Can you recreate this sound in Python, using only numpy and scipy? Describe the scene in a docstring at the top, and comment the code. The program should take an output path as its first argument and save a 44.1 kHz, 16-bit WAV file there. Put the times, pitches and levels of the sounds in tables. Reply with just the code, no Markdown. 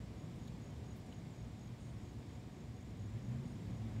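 """Outdoors, one microphone by a concrete step. From the start, distant traffic rumbles under a steady
hiss and a near cricket chirps about four times a second with its wings, fainter crickets behind it.
In the first two seconds or so, a twig prodding a dead insect on the concrete makes tiny ticks and
scrapes, and an insect farther off rasps twice. Near three seconds a far car pulls away; the insect
rasps once more, and the exhaust note drops at a gear change, then builds again."""
import sys
import numpy as np
from scipy import signal
from scipy.fft import rfft, irfft
from scipy.io import wavfile

SR = 44100
rng = np.random.default_rng(int(sys.argv[2]) if len(sys.argv) > 2 else 0)


def unload_audio(sound):
    """Save the sound as a 16-bit wav file, at the path given as the first command line argument."""
    columns = np.transpose(np.atleast_2d(sound))
    # keep every value between -1 and 1, then stretch to whole-number steps
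    steps = np.round(np.clip(columns, -1, 1) * 32767)
    wavfile.write(sys.argv[1], SR, steps.astype(np.int16))


N = 176400
T = np.arange(N) / SR
HZ = np.fft.rfftfreq(N, 1 / SR)

# The cricket near the microphone. Each row: time in seconds, relative level in dB, pitch in Hz, pulses.
NEAR_CHIRPS = [(.161, -72, 6696, 5), (0.397, -71, 6701, 5), (.621, -69.5, 6680, 5), (.846, -69.5, 6680, 5),
               (1.104, -70.5, 6700, 5), (1.343, -70.5, 6660, 6), (1.594, -68.5, 6660, 5),
               (1.811, -69.5, 6663, 5), (2.032, -71, 6620, 5), (2.272, -74, 6700, 5),
               (2.525, -71.5, 6600, 5), (2.746, -71, 6670, 5), (2.977, -72, 6710, 5), (3.210, -73, 6670, 5),
               (3.437, -73, 6689, 5), (3.688, -73, 6670, 5), (3.924, -75, 6661, 4)]
# The twig ticking on the step. Each row: start in seconds, level in dB, lower mode in Hz,
# upper mode in Hz, upper mode against the lower in dB.
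TWIG_TICKS = [(.4748, -57, 3720, 3980, -2), (.4805, -61, 3350, 3700, -2), (1.1255, -59.5, 2960, 3984, -5)]
# The twig scraping. Each row: start in seconds, nominal length in seconds, level in dB,
# centre in Hz, width in Hz.
TWIG_SCRAPES = [(0.345, .04, -80, 9500, 7000), (.4748, .008, -71, 14000, 9000),
                (0.957, 0.045, -73, 13500, 9000), (1.057, .02, -74, 7000, 7000),
                (1.13, .015, -82, 14000, 6000), (1.785, .09, -80, 8500, 2500),
                (2.258, 0.013, -82, 12000, 9000)]
# The far car's exhaust note. Each row: time in seconds, firing rate in Hz, level in dB.
CAR_NOTE = [(2.85, 96, -66), (3.0, 100, -51), (3.08, 103, -49.5), (3.18, 112, -43), (3.255, 120, -52),
            (3.32, 124.5, -41), (3.45, 135, -52), (3.52, 139, -51), (3.58, 106, -52.5), (3.74, 108, -53),
            (3.86, 110, -45), (4.0, 111, -43.3)]
# Overtones that the silencer lets through. 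Each row: multiple of the firing rate, level in dB,
# start in seconds, length in seconds.
EXHAUST_OVERTONES = [(1.5, -53.5, 3.15, .25), (1.76, -51, 3.15, .42), (1.66, -52, 3.57, .22),
                     (2, -54, 3.52, .65)]
# Crickets farther off. Each row: pitch in Hz, width in Hz, opening level in dB, first chirp in seconds,
# chirp period in seconds, growth in dB per second.
DISTANT_CRICKETS = [(6950, 140, -86, .222, .222, 1.6), (7310, 200, -80.5, .01, .2585, -.3)]
# The rasping insect behind. Each row: start in seconds, length in seconds, level in dB.
INSECT_RASPS = [(.34, 0.054, -83), (1.79, 0.19, -81), (3.41, .17, -82)]
# Rumble of the far roads. Each row: frequency in Hz, relative spectral level in dB.
RUMBLE_SPECTRUM = [(18, -46), (28, -26), (36, -24), (45, -11), (56, -5), (72, -2), (88, -6), (105, -0.5),
                   (122, -2.5), (160, -5.5), (190, -7), (225, -6), (262, -11.5), (300, -13), (340, -17),
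                   (430, -19.5), (520, -22), (740, -24.5), (810, -29), (900, -28), (1150, -30.5),
                   (1400, -36.5)]
# The traffic's rise and fall. Each row: time in seconds, gain in dB.
TRAFFIC_SWELL = [(0, 0), (.4, 0.5), (1, 0.35), (1.6, -0.5), (2.3, 0), (2.8, -1.5), (3.3, 0.5), (4, 2.2)]
# Hums of far engines and machines. Each row: centre in Hz, level before the swell in dB, width in Hz.
ENGINE_HUMS = [(116.3, -58, 17.4), (360.3, -73.5, 24), (736.4, -76.5, 16), (2130, -87.5, 11)]
# Low swells of passing engines. Each row: start in seconds, length in seconds, level in dB,
# centre in Hz, width in Hz.
ENGINE_SURGES = [(0.105, .55, -50.5, 137, 62), (1.898, 0.31, -57, 125, 26)]
# Hiss of the open air. Each row: frequency in Hz, relative spectral level in dB.
AIR_SPECTRUM = [(820, -32), (1400, -1.5), (1680, 0), (1800, -1.5), (1910, 0.5), (2410, -1), (2610, -4),
                (3530, -3), (4280, -6.5), (5390, -7), (6330, -11), (6860, -10), (9370, -17.5),
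                (15500, -23.5)]
SPLIT_HZ = 1400  # rumble below, hiss above


def near_cricket(gain_db=1.5, pulse_s=.016, every_s=.021, sag_hz=70, echo_db=-11, echo_s=.02):
    """Close by, each wing stroke is a short falling tone; nearby surfaces smear it slightly."""
    out = np.zeros(N)
    progress = np.arange(0, pulse_s, 1 / SR) / pulse_s
    for start, db, hz, pulses in NEAR_CHIRPS:
        for k, (size, detune, phase) in enumerate(rng.standard_normal((round(pulses), 3))):
            turns = np.cumsum(hz + 12 * detune - sag_hz * (progress - .5)) / SR
            gain = amp(db + gain_db + 1.1 * size - 3 * (k == 0))  # the first stroke is softer
            pulse = gain * np.sin(np.pi * progress) * np.sin(2 * np.pi * (turns + phase))
            part = out[round((start + k * every_s - pulse_s / 2) * SR):][:len(pulse)]
            part += pulse[:len(part)]
    tail = rng.standard_normal(SR // 4) * np.exp(-T[:SR // 4] / echo_s)
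    return out + amp(echo_db) * signal.fftconvolve(out, tail / np.linalg.norm(tail))[:N]


def twig(t60_s=.035, rise_s=.0006, rough=.78, grit_db=2):
    """On the step, dry ticks ring briefly in two modes; gritty scrapes start fast and die away."""
    out = np.zeros(N)
    for start, db, low_hz, high_hz, upper_db in TWIG_TICKS:
        age = np.maximum(T - start, 0)
        ring = sum(gain * np.sin(2 * np.pi * hz * age) * (1 + rough * band(0, 900))
                   for hz, gain in [(low_hz, 1), (high_hz, amp(upper_db))])
        out += amp(db - 60 * age / t60_s) * np.minimum(age / rise_s, 1) * ring
    grit = amp(grit_db * band(0, 500))
    for start, length, db, hz, width in TWIG_SCRAPES:
        stroke = np.maximum(T - start, 0) / (.25 * length)  # peaks a quarter of the way in
        out += amp(db) * stroke * np.exp(1 - stroke) * grit * band(hz, width)
    return out


def far_car(road_db=-29):
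    """Far off, a muffled exhaust note climbs, drops at the gear change and builds again."""
    times, firing_hz, note_db = np.transpose(CAR_NOTE)
    turns = np.cumsum(np.interp(T, times, firing_hz)) / SR

    def exhaust_tone(multiple, rough):
        tone = np.sqrt(2) * np.sin(2 * np.pi * (multiple * turns + rng.random()))
        return tone * (1 + rough * band(0, 25))

    note = exhaust_tone(1, rough=.041)
    overtones = sum(amp(db) * arch(start, length) * exhaust_tone(multiple, rough=.11)
                    for multiple, db, start, length in EXHAUST_OVERTONES)
    road = amp(road_db) * band(1800, 1600)
    return amp(np.interp(T, times, note_db, left=-100)) * (note + road) + overtones


def far_insects(chorus_db=-86, sharpness=1.5):
    """A faint steady chorus, crickets blurred by distance into throbbing bands, and higher rasps."""
    out = amp(chorus_db) * band(7940, 950)
    for hz, width, db, first, period, growth in DISTANT_CRICKETS:
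        throb = np.exp(sharpness * (np.cos(2 * np.pi * (T - first) / period) - 1) / 2)
        out += amp(db + growth * T) * throb * band(hz, width)
    rasps = sum(amp(db) * arch(start, length) for start, length, db in INSECT_RASPS)
    return out + rasps * band(8740, 460)


def far_traffic(rumble_db=-49, waver_db=.22):
    """Tyre and engine noise carries from far roads, with a few wavering hums and low swells."""
    swell = amp(np.interp(T, *np.transpose(TRAFFIC_SWELL)) + waver_db * band(0, 8.9))
    hums = sum(amp(db) * band(hz, width) for hz, db, width in ENGINE_HUMS)
    surges = sum(amp(db) * arch(start, length) * band(hz, width)
                 for start, length, db, hz, width in ENGINE_SURGES)
    rumble = amp(rumble_db) * noise(spectrum(RUMBLE_SPECTRUM) * (HZ < SPLIT_HZ))
    return swell * (rumble + hums) + surges


def air_hiss(base_db=-68, follow=.56):
    """Behind everything, a smooth distant hiss swells a little with the traffic."""
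    level_db = base_db + follow * np.interp(T, *np.transpose(TRAFFIC_SWELL))
    return amp(level_db) * noise(spectrum(AIR_SPECTRUM) * (HZ >= SPLIT_HZ))


def amp(db):
    """Decibels to gain."""
    return 10 ** (np.asarray(db) / 20)


def spectrum(points):
    """Gain at every frequency from (Hz, dB) points."""
    hz, db = np.transpose(points)
    return amp(np.interp(np.log(HZ + 1), np.log(hz + 1), db))


def noise(gain):
    """Noise shaped by a gain at every frequency, scaled to an rms of one."""
    shaped = irfft(rfft(rng.standard_normal(N)) * gain, N)
    return shaped / np.sqrt(np.mean(shaped ** 2) + 1e-30)


def band(hz, width_hz):
    """Noise in one bell-shaped band; centred on 0 Hz, a random waver."""
    return noise(np.exp(-2 * ((HZ - hz) / width_hz) ** 2))


def arch(start, length):
    """A half-sine swell."""
    return np.sin(np.pi * np.clip((T - start) / length, 0, 1))


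def scene():
    """Everything that reaches the microphone by the step, in mono."""
    return (far_traffic() + air_hiss() + far_car() + near_cricket() + far_insects() + twig())[None]


def record(dry, edge_hz=15720, fade_s=.004):
    """The recorder's band limit, with soft ends."""
    ends = np.sin(np.pi / 2 * np.minimum(np.minimum(T, T[::-1]) / fade_s, 1)) ** 2
    lowpass = signal.firwin(801, edge_hz, window=("kaiser", 8), fs=SR)
    return signal.oaconvolve(dry * ends, lowpass[None], "same")


dry = scene()
out = record(dry)
unload_audio(out)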